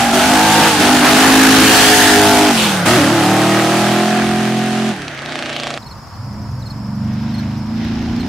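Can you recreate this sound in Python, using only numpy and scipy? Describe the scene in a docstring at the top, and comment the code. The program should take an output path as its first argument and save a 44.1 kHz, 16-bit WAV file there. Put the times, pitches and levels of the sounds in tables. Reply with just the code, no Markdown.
"""A big V8 pickup spins its tyres past the roadside, shifts up, pulls away and lifts off, its exhaust cracking;
then, heard across a field, it accelerates from low revs while crickets and grasshoppers sing nearby.
The exhaust is multiples of the engine cycle, noise gated by the firings, and filtered pulse fronts.
Tyres and trill are narrow noise bands, insect strokes short gliding tones, wind a low band of noise around 60 Hz.
An overdriven input stage flattens the loudest peaks."""
import sys
import numpy as np
from scipy import signal
from scipy.fft import rfft, irfft, next_fast_len
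from scipy.io import wavfile
from scipy.ndimage import uniform_filter1d

SR = 44100
rng = np.random.default_rng(int(sys.argv[2]) if len(sys.argv) > 2 else 0)


def store_wav(level_fs):
    """Save 16-bit WAV to argv[1]."""
    pcm = np.round(np.clip(np.atleast_2d(level_fs), -1, 1) * 32767)
    wavfile.write(sys.argv[1], SR, pcm.T.astype(np.int16))


N = 365148

CUT_S = 5.782  # road before, field after

# engine cycles per second, eight firings each: (t/s, f/Hz)
CYCLE_RATE = [(0, 47.5), (.08, 46.5), (.19, 48.1), (.37, 52.7), (.59, 54.1), (.69, 53.3), (.77, 48.7),
              (.94, 50.6), (1.02, 49.5), (1.26, 53), (1.78, 53), (1.91, 52.3), (2.49, 50.8), (2.545, 45.8),
              (2.85, 33.8), (2.9, 39.6), (2.965, 41), (2.99, 33.4), (3.05, 34), (3.12, 39), (3.2, 36),
              (3.28, 38), (3.67, 40.4), (4.17, 43), (4.49, 43.1), (4.86, 43.8), (4.91, 42.6), (4.97, 37.4),
              (5.15, 27.3), (5.3, 29.97), (5.44, 28.7), (5.78, 28.3), (5.79, 17), (6.1, 14.5), (6.27, 23),
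              (6.45, 23.3), (6.56, 20.8), (6.66, 22.9), (6.96, 23.7), (7.44, 25.7), (7.62, 25.9),
              (7.69, 27.5), (8.05, 28.7), (8.28, 30.3)]


def amp(db):
    """Level in dB to amplitude."""
    return 10 ** (np.asarray(db) / 20)


def unit(x):
    """x scaled to rms 1."""
    return x / np.sqrt(np.mean(x ** 2) + 1e-20)


def along(points, hz):
    """(f/Hz, value) points interpolated on a log frequency axis."""
    f, v = np.transpose(points)
    return np.interp(np.log(hz + 1), np.log(f + 1), v)


def curves(rows):
    """One value per sample for each column after the time."""
    s, *cols = np.transpose(rows)
    return [np.interp(np.arange(N) / SR, s, c) for c in cols]


def wobble(knots_per_s):
    """Random curve, linear between normally distributed knots."""
    knots = rng.standard_normal(int(N * knots_per_s / SR) + 4)
    return np.interp(np.arange(N) * knots_per_s / SR, np.arange(len(knots)), knots)


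def filtered(x, response):
    """x times a complex response of frequency."""
    m = next_fast_len(N + SR // 2)
    return irfft(rfft(x, m) * response(np.fft.rfftfreq(m, 1 / SR)), m)[..., :N]


def rush(spectrum, patchy_db):
    """Stereo noise of rms 1, wider apart left and right in the treble, with time-frequency patches of random
    gain."""
    # left-right likeness: (f/Hz, correlation)
    likeness = [(60, 0.73), (180, 1), (550, 0.87), (1650, 0.75), (4970, 0.22), (15000, 0.24)]
    z = signal.stft(rng.standard_normal((2, N)), nperseg=512)[2]
    patches = uniform_filter1d(rng.standard_normal(z.shape[1:]), 6, 0)
    patches = unit(uniform_filter1d(patches, 10, 1))
    pair = signal.istft(z * amp(patchy_db * patches), nperseg=512)[1][:, :N]

    def mid_side(hz):
        angle = np.arccos(np.clip(along(likeness, hz), -1, 1)) / 2
        return amp(along(spectrum, hz)) * [np.cos(angle), np.sin(angle)]

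    mid, side = filtered(pair, mid_side)
    return unit(np.array([mid + side, mid - side]))


def fuzzy_band(rows, width_hz):
    """Noise in a narrow band that follows (t/s, f/Hz, level/dB) rows, silent outside them."""
    hz, db = curves(rows)
    fuzz = unit(filtered(rng.standard_normal((2, 2, N)), lambda f: 1 / (1 + (f / width_hz) ** 2)))
    fuzz = fuzz + 0.34 * fuzz[:, ::-1]  # partly alike left and right
    phase = 2 * np.pi * np.cumsum(hz) / SR
    t = np.arange(N) / SR
    edge = np.clip(np.minimum(t - rows[0][0] + .01, rows[-1][0] - t) / 0.0075, 0, 1)
    return amp(db) * edge * (fuzz[0] * np.cos(phase) + fuzz[1] * np.sin(phase))


def crank():
    """Engine cycles turned: the integral of the cycle rate, zero at one sharp crack."""
    crack_s = 5.5996
    turns = np.cumsum(curves(CYCLE_RATE)[0]) / SR
    return turns - turns[round(crack_s * SR)]


def levels():
    """Boom, bark, roar and hiss in dB; each lift of the throttle pulls them down, and they snap back."""
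    # layer levels: (t/s, boom/dB, bark/dB, roar/dB, hiss/dB)
    road_levels = [(0, -15.5, -15, -16.5, -17), (.63, -13.5, -12.5, -13, -11.5),
                   (.9, -13, -12.5, -11.5, -13), (1.1, -10, -15, -8.5, -11), (1.35, -5.5, -13.5, -8, -9),
                   (1.65, -5, -19.5, -8, -7.5), (1.8, -11, -11.5, -12, -4.5), (1.96, -10, -13.5, -24, -6),
                   (2.29, -8.5, -11, -13, -11.5), (2.5, -11, -14.5, -15, -15.5),
                   (2.64, -12.5, -15, -14.5, -8), (2.84, -11.5, -15, -15, -13), (2.9, -10, -12.5, -14, -13),
                   (3.1, -12, -18.5, -17.5, -20), (3.85, -15, -18.5, -20, -21.5),
                   (4.31, -15, -22.5, -23, -27), (4.9, -16.5, -26.5, -26.5, -29),
                   (4.95, -28.5, -34, -31.5, -35.5), (5.18, -37, -40, -29.5, -43),
                   (5.33, -31.5, -31.5, -28, -39), (5.775, -32.5, -29.5, -35.5, -40)]
    # the same columns across the field
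    field_levels = [(5.785, -44, -47, -53, -55), (6.09, -45, -60, -63, -71), (6.16, -28.5, -49, -55, -64),
                    (6.27, -25, -43.5, -67, -73), (6.7, -26, -43, -63, -60), (7.07, -18.5, -40, -41.5, -64),
                    (7.4, -18, -38, -34.5, -56), (7.65, -21.5, -39, -43.5, -61),
                    (7.83, -18.5, -36.5, -31.5, -57), (8.28, -19, -34.5, -31, -50)]
    # throttle closes briefly: (t/s, length/s, drop before layer share/dB)
    lifts = [(0.035, 0.1, 3.5), (0.681, 0.12, 4.5), (.96, 0.076, 4), (2.51, 0.353, 5.5)]
    # share of a drop taken by boom, bark, roar, hiss: (factor)
    drop_share = [0.9, 1.38, 1.12, 0.36]
    close_s, open_s = 0.014, 0.0091
    sag_db_per_s = [5.6, 5, 4.1, 37]  # boom, bark, roar, hiss
    t, out = np.arange(N) / SR, np.array(curves(list(road_levels) + list(field_levels)))
    for s, length_s, drop_db in lifts:
        shut = np.clip(np.minimum((t - s) / close_s, (s + length_s - t) / open_s), 0, 1)
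        out = out - shut * (np.outer(drop_share, [drop_db]) + np.outer(sag_db_per_s, t - s))
    return out


def tones(turns, first, last, scatter_db, drift_rad):
    """Multiples of the cycle at steady nominal power, wavering with unsteady firing, sliding through resonances."""
    # relative strength of the cycle's multiples, five sets: (multiple, level/dB)
    spinning = [(1, -19), (2, -10), (3, -4), (4, -2.5), (5, -1.5), (6, -1), (7, -29), (8, -11.5), (9, -2),
                (10, -7), (11, -24), (12, -16), (13, -13), (14, -3), (15, -11), (16, 1), (17, 4), (18, -1),
                (19, -15), (20, -9), (21, -9), (22, -1), (23, -22), (24, -15), (25, -17), (26, -24),
                (27, -15), (28, -19), (29, -9), (30, -3)]
    passing = [(1, -38), (2, -11.5), (3, -14.5), (4, -9), (5, -3), (6, -3.5), (7, -23), (8, 0), (9, -24),
               (10, -17.5), (11, -33), (12, -13), (13, -1), (14, 1), (15, -9), (16, -5.5), (17, -3),
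               (18, -7), (19, -4), (20, -11), (21, -18), (22, -27), (23, -29), (24, -38), (25, -24),
               (26, -31), (27, -7), (28, -27), (29, -4), (30, -12)]
    leaving = [(1, -36), (2, -57), (3, -6.5), (4, -8.5), (5, 1), (6, -10.5), (7, -18.5), (8, -7.5),
               (9, -6.5), (10, -28.5), (11, -27), (12, -14.5), (13, -31), (14, -11.5), (15, -7.5),
               (16, -7.5), (17, -1.5), (18, -10), (19, -39), (20, -12), (21, -20), (22, -37), (23, -12.5),
               (24, -23), (25, -11), (26, -25), (27, -48), (28, -9.5), (29, -38), (30, -32)]
    coasting = [(1, -29), (2, -24), (3, -2), (4, -1), (5, 7), (6, -19), (7, -14), (8, 3), (9, 1.5),
                (10, -9), (11, 2), (12, 1.5), (13, -18), (14, -7), (15, -20), (16, -24), (17, -15),
                (18, -14), (19, -21), (20, 2.5), (21, 3), (22, -9), (23, 2), (24, -16), (25, -7), (26, -16),
                (27, -6), (28, -6.5), (29, -4), (30, -19)]
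    across = [(1, -29), (2, -54), (3, -10.5), (4, -6.5), (5, -3), (6, 2), (7, -9), (8, 0.5), (9, -1),
              (10, -26), (11, -9), (12, -14), (13, -16.5), (14, -35), (15, -24), (16, -44), (17, -32),
              (18, -49), (19, -36), (20, -27.5), (21, -34), (22, -47), (23, -27.5), (24, -31), (25, -24.5),
              (26, -39), (27, -34), (28, -22.5), (29, -31), (30, -23)]
    # firing: (t/s, set 0-4 in the order above, unsteadiness 0-1, load tilt/dB per octave, drone boost/dB)
    stages = [(0, 1.74, 0.45, -3, 6.5), (.4, 0, 0.21, -6, -2.5), (.68, 0, .25, 1, -8),
              (.76, 0, 0.79, -2, 0), (.84, 0.5, 0.29, -1, 0.5), (1.15, 0.8, 0.24, -8, -4.5),
              (1.27, 0.7, 0.06, -1, 5), (1.75, 0.74, 0.24, 3, 3), (2.0, 1, 0.25, -0.5, -4),
              (2.5, 1, 0.14, -1.5, -1.5), (2.62, 3.5, 0.18, -11, 4), (2.84, 2, 0.2, -12, 3.5),
              (2.87, 2, 0.57, 5, -3.5), (3.0, 2, 0.35, 8.5, -6), (3.3, 2.5, 0.15, 0.5, -5.5),
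              (4.1, 2, 0.09, 4.5, 2.5), (4.9, 2, 0.13, -3, 2.5), (5.0, 3.5, 0.15, -13, -2),
              (5.2, 2.4, 0.24, -4, 2), (5.35, 3, 0.03, 4, 0), (5.78, 2.5, .03, 5, .5),
              (5.79, 4, 0.6, -10, 3), (6.25, 4, 0.27, -7, 2), (6.4, 4, 0.54, -6.5, -3),
              (6.62, 4, .08, -4, 2), (7, 4, .04, .5, 0), (7.6, 4, .05, -3.5, 0), (8.28, 4, 0.14, 0, -18)]
    # exhaust resonances on the road: (f/Hz, gain/dB)
    road_pipe = [(75, -5), (112, -2.5), (130, 1), (150, -1.5), (200, -1), (260, 4), (305, 3), (370, 0),
                 (430, -0.5), (600, 2), (720, 2.5), (860, 3.5), (930, -4), (1100, -4.5), (1600, 0)]
    # exhaust resonances across the field: (f/Hz, gain/dB)
    field_pipe = [(70, 0.5), (115, 7), (160, -8), (222, 6.5), (260, 0.5), (320, 1), (500, 3.5), (900, -0.5)]
    drone, firing = 5, 8  # multiple that drones, multiple where all cylinders fire; the tilt lies between
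    road_sweep, field_sweep = -.12, .3  # each multiple peaks this share of a cycle after the one below

    stage, unsteady, tilt_db, drone_db = curves(stages)
    sets = np.array([spinning, passing, leaving, coasting, across])
    at = np.arange(0, N, 128)  # control samples
    revs = curves(CYCLE_RATE)[0][at]
    sweep = np.where(np.arange(N) < CUT_S * SR, road_sweep, field_sweep)
    total, power = 0, 0
    for k in range(first, last + 1):
        hz = k * revs
        gain_db = np.where(at < CUT_S * SR, along(road_pipe, hz), along(field_pipe, hz))
        gain_db = gain_db + tilt_db[at] * np.log2(np.clip(k, drone, firing) / drone)
        gain_db = gain_db + drone_db[at] * (k == drone)
        gain_db = gain_db + np.interp(stage[at], np.arange(len(sets)), sets[:, k - 1, 1])
        gain = np.interp(np.arange(N), at, amp(gain_db))
        phase = 2 * np.pi * (k * turns - sweep * k ** 2 / 2) + drift_rad * unsteady * wobble(24)
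        waver = amp(scatter_db * (unsteady + 0.2741) * wobble(12))
        total = total + gain * waver * np.sin(phase)
        power = power + gain ** 2 / 2
    return total / np.sqrt(power)


def gas_noise(roar_db, hiss_db):
    """Exhaust roar and hiss: coloured noise, duller with distance and across the field."""
    # relative noise density: (f/Hz, level/dB)
    near_roar = [(18, -53), (30, -34), (75, -31.5), (106, -8), (229, -2), (337, 1.5), (445, -14.5),
                 (728, 1), (922, -5), (1240, -1.5), (5000, -16), (6500, -27), (11000, -120)]
    far_roar = [(18, -53), (30, -56), (137, -15), (189, -7.5), (352, -8), (465, -8), (713, -6),
                (942, -11.5), (1610, -1.5), (2310, -7.5), (5000, -21), (6500, -21), (11000, -120)]
    # heard across the grass
    field_roar = [(180, -28), (300, 0.5), (410, -24), (768, -7.5), (1020, -31), (1400, -13), (4220, -19.5),
                  (6000, -24), (7800, -47), (13200, -120)]
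    near_hiss = [(1760, -3.5), (3000, -1.5), (9670, -8.5), (14300, -18), (15600, -24)]
    # air has eaten the top
    far_hiss = [(1470, -20), (2500, -1), (3100, -1.5), (5090, -7.5), (9390, -14), (13100, -27),
                (15200, -60), (15600, -48)]
    # (t/s, share of the far spectra 0-1)
    distance = [(0, 0.2), (1.5, 0.2), (2.6, 0.17), (3.5, 0.28), (4.9, 0.96), (5.1, 1), (8.28, 1)]
    far = np.clip(curves(distance)[0], 0, 1)

    def blend(near, away):
        return np.sqrt(1 - far) * rush(near, patchy_db=1.5) + np.sqrt(far) * rush(away, patchy_db=0.2)

    on_road = np.arange(N) < CUT_S * SR
    roar = np.where(on_road, blend(near_roar, far_roar), rush(field_roar, patchy_db=1.0))
    hiss = blend(near_hiss, far_hiss)
    return amp(roar_db + 1.26 * wobble(15)) * roar + amp(hiss_db + 0.27 * wobble(23)) * hiss


def roadside(x):
    """Bushes and verge answer: a short scattered tail that differs left and right."""
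    t = np.arange(round(.12 * SR)) / SR
    tail = rng.standard_normal((2, len(t))) * amp(-60 * t / 0.33)
    tail = amp(-31.5) * tail / np.linalg.norm(tail[0])
    answer = signal.fftconvolve(x[None], tail, axes=1)[:, :N]
    sounding = np.abs(np.arange(N) / SR - CUT_S - .06) > .06  # no tail in the field's first 0.12 s
    return x + answer * sounding


def truck():
    """Exhaust tones and pulse fronts, plus roar, hiss and a wandering treble rasp gated by the firings."""
    # relative exhaust pulse of each firing in the cycle: (level/dB)
    cylinders = [4.5, -15, -20, -11, -17, -13, -9, -11]
    # rasp: a narrow treble band that wanders in pitch, before gating, two bursts: (t/s, f/Hz, level/dB)
    rasp_bursts = [
        [(2.54, 3000, -32), (2.59, 3214, -17), (2.63, 3336, -19), (2.68, 3180, -22.5), (2.76, 2990, -38)],
        [(5.25, 3500, -50), (5.32, 3700, -34), (5.38, 3574, -43), (5.44, 2794, -37), (5.57, 2894, -29),
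         (5.65, 3330, -32), (5.777, 2990, -45)],
    ]
    turns = crank()
    boom_db, bark_db, roar_db, hiss_db = levels()
    boom = amp(boom_db) * tones(turns, first=1, last=11, scatter_db=5.0, drift_rad=2.2)
    bark = amp(bark_db) * tones(turns, first=12, last=30, scatter_db=6.0, drift_rad=4.45)

    firing = np.floor(8 * turns).astype(int)
    jitter_db = 0.25 * rng.standard_normal(firing.max() - firing.min() + 1)
    strength_db = np.take(cylinders, firing % 8) + jitter_db[firing - firing.min()]
    since = 8 * turns - firing  # share of the gap to the next firing
    gate = unit(1 + 1.07 * amp(0.92 * strength_db) * np.exp(-since / 0.22))
    fronts = amp(strength_db) * (np.diff(firing, prepend=firing[0]) > 0)

    rasp = sum(fuzzy_band(rows, width_hz=630) for rows in rasp_bursts)
    noise = gate * (gas_noise(roar_db, hiss_db) + rasp)
    return roadside(boom + bark + blat(fronts) + cracks(fronts)) + bounced(noise)


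def tyres():
    """Rubber slipping on asphalt: a narrow noise band that wanders in pitch."""
    # squeal of spinning tyres: (t/s, f/Hz, level/dB)
    squeal = [(0.0, 1660, -28), (0.15, 1513, -26), (0.39, 1620, -27), (0.85, 1629, -28), (0.97, 1666, -29),
              (1.45, 1724, -10.5), (1.6, 1644, -17), (1.8, 1739, -14), (2.18, 1737, -12), (2.32, 1560, -31),
              (2.48, 1595, -35), (2.6, 1428, -30), (2.9, 1460, -26)]
    return fuzzy_band(squeal, width_hz=160)


def wind():
    """Slow buffeting: a low band of noise around 60 Hz, partly its own at each microphone port."""
    # wind on the microphone: (t/s, level/dB)
    buffet = [(0, -29), (1.3, -33.5), (2.3, -34), (3.3, -42), (5.7, -46), (5.83, -42), (6.3, -36),
              (8.28, -25)]
    puffs = rng.standard_normal((3, N)) * amp(5.2 * wobble(4.2))
    shared = 4.8 * puffs[2]
    lows = filtered(puffs[:2] + shared, lambda hz: (hz / 45) ** 2 / (1 + (hz / 60) ** 4))
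    return amp(curves(buffet)[0]) * unit(lows)


def bounced(x):
    """Direct sound plus its delayed copy off the road, weighted for unchanged total power."""
    # bounce at the close pass: (t/s, delay/ms, strength 0-1)
    ground = [(1.35, .74, 0), (1.6, .71, .2), (1.9, .64, .25), (2.2, .58, .15), (2.45, .52, 0)]
    delay_ms, strength = curves(ground)
    late = np.arange(N) - delay_ms * SR / 1000
    copy = np.array([np.interp(late, np.arange(N), channel) for channel in x])
    return (x + strength * copy) / np.sqrt(1 + strength ** 2)


def blat(fronts):
    """Under load each pulse front rings the tailpipe's band-pass resonances."""
    # pulse fronts under load, heard from behind: (t/s, level/dB)
    load = [(2.86, -16), (3.2, -30.5), (3.6, -23), (4.1, -29), (4.5, -35), (4.91, -41)]
    # tailpipe resonances: (f/Hz, width/Hz, relative level/dB)
    resonances = [(1234, 99, 2), (1890, 100, -2)]
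    t = np.arange(N) / SR
    loaded = (t > load[0][0]) & (t < load[-1][0])

    def pipe(f):
        total = 0
        for k, (centre, width, db) in enumerate(resonances):
            damping = 1j * f * width
            total = total + (-1) ** k * amp(db) * damping / (centre * centre - f * f + damping)
        return total

    return amp(curves(load)[0]) * loaded * unit(filtered(fronts, pipe))


def cracks(fronts):
    """Each pulse front steepens into a snap, a push and a pull, with a ragged puff; a verge sends it back."""
    # pulse fronts off throttle: (t/s, relative level/dB)
    snaps = [(5.3, -5.5), (5.5, -4.5), (5.67, -1), (5.78, -6)]
    # stray backfires off throttle, before the regular cracks: (t/s, relative level/dB)
    pops = [(5.02, -5), (5.0814, -1), (5.177, -10), (5.191, -6), (5.22, -6), (5.2602, -4), (5.2935, -4)]
    # colour of a crack: (f/Hz, gain/dB)
    colour = [(410, -16), (700, -1), (958, -11.5), (1290, -5), (1360, -12), (4470, -11.5), (8500, -23),
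              (11500, -42), (14000, -65)]
    verge_db, verge_s = -10, .0062
    off_throttle = (np.arange(N) > snaps[0][0] * SR) & (np.arange(N) < CUT_S * SR)
    fronts = amp(curves(snaps)[0]) * off_throttle * fronts
    for s, db in pops:
        fronts[round(s * SR)] = amp(db)
    fronts = fronts + amp(verge_db + 3.0 * wobble(30)) * np.roll(fronts, round(verge_s * SR))
    t = np.arange(round(0.0046 * SR)) / SR
    snap = np.sin(2 * np.pi * 2600 * t) * np.exp(-((t - .0002) / 0.00015) ** 2)
    puff = signal.fftconvolve(fronts, np.exp(-t / 0.0019))[:N] * rng.standard_normal(N)
    burst = signal.fftconvolve(fronts, snap)[:N] + .5 * puff
    return filtered(amp(4.5) * burst, lambda hz: amp(along(colour, hz)))


def chirp(hz, length_s, fall, knee, second_db, third_db):
    """One wing stroke: a short tone whose pitch holds, then sags, with two overtones."""
    t = np.arange(round(length_s * SR)) / SR
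    u = t / length_s
    phase = 2 * np.pi * np.cumsum(hz * (1 - fall * np.clip(u - knee, 0, 1) ** 2)) / SR
    swell = u ** 0.95 * (1 - u) ** 1.28 * 3.3
    return swell * (np.sin(phase) + amp(second_db) * np.sin(2 * phase) + amp(third_db) * np.sin(3 * phase))


def cricket():
    """Near cricket: wing strokes in groups of up to three."""
    # strokes, each starting 8 ms before t: (t/s, level/dB, nominal f/Hz)
    strokes = [(5.8277, -35, 4000), (5.8666, -32, 4290), (5.9135, -32.5, 4260), (6.1, -52, 4310),
               (6.1419, -44, 4320), (6.6258, -36, 3930), (6.6649, -31, 4260), (6.7067, -30, 4290),
               (7.3088, -38, 3864), (7.3452, -30, 4274), (7.3865, -29, 4253), (8.2062, -28, 4220)]
    opening_hz = 4100  # a lower stroke opens a group: shorter, sliding nearly all the way
    out = np.zeros(N + SR)
    for s, db, hz in strokes:
        if hz < opening_hz:
            stroke = chirp(hz * 1.06, .018, fall=.2, knee=.02, second_db=-17, third_db=-21)
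        else:
            stroke = chirp(hz, 0.027, fall=0.7, knee=0.49, second_db=-16.5, third_db=-21)
        out[round((s - .008) * SR):][:len(stroke)] += amp(db) * stroke
    return out[:N]


def ticking_insect():
    """Evenly spaced 6 kHz wing strokes of varying level."""
    out = np.zeros(N + SR)
    stroke = chirp(6000, 0.029, fall=.15, knee=.3, second_db=-9, third_db=-60)
    for s in np.arange(5.793, N / SR, .0887):
        out[round(s * SR):][:len(stroke)] += amp(-47.5 + 2.1 * rng.standard_normal()) * stroke
    return out[:N]


def insect_trill():
    """Faint narrow-band noise pulsing 75 times a second."""
    trill = fuzzy_band([(CUT_S, 6700, -60), (8.28, 6700, -60)], width_hz=140)
    return trill * np.sin(np.pi * 75 * np.arange(N) / SR) ** 2 * amp(4.0 * wobble(3.48))


def meadow():
    """Near insects and trill over a far background of coloured noise."""
    # far traffic, leaves and an insect chorus, relative density: (f/Hz, level/dB)
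    background = [(15, -41), (25, -12), (113, -5), (215, -11.5), (400, -25.5), (827, -17.5), (921, -13),
                  (2930, -37), (3840, -39), (5300, -22), (6230, -48), (6750, -36), (8840, -45),
                  (11900, -44.5), (15600, -51)]
    far = amp(-34) * rush(background, patchy_db=0.7) * (np.arange(N) >= CUT_S * SR)
    near = (cricket() + ticking_insect()) * amp([[-.8], [.8]])  # slightly right
    return near + insect_trill() + far


def scene():
    """Truck and tyres panned by level difference, plus meadow and wind."""
    # (t/s, left minus right level/dB)
    pan = [(0, -1), (2.1, -0.5), (5.1, -1.5), (6.2, -0.9), (8.28, -1)]
    pan_db = curves(pan)[0]
    return (truck() + tyres()) * amp([pan_db / 2, -pan_db / 2]) + meadow() + wind()


def record(dry):
    """The input stage flattens the loudest peaks, rolls off the deep bass and stops at the band limit."""
    top_hz = 15714
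    flat = dry / (1 + np.abs(dry / 0.55) ** 5) ** (1 / 5)
    return filtered(flat, lambda hz: (hz < top_hz) * (1j * hz / (40 + 1j * hz)) ** 2)


dry = scene()
out = record(dry)
store_wav(out)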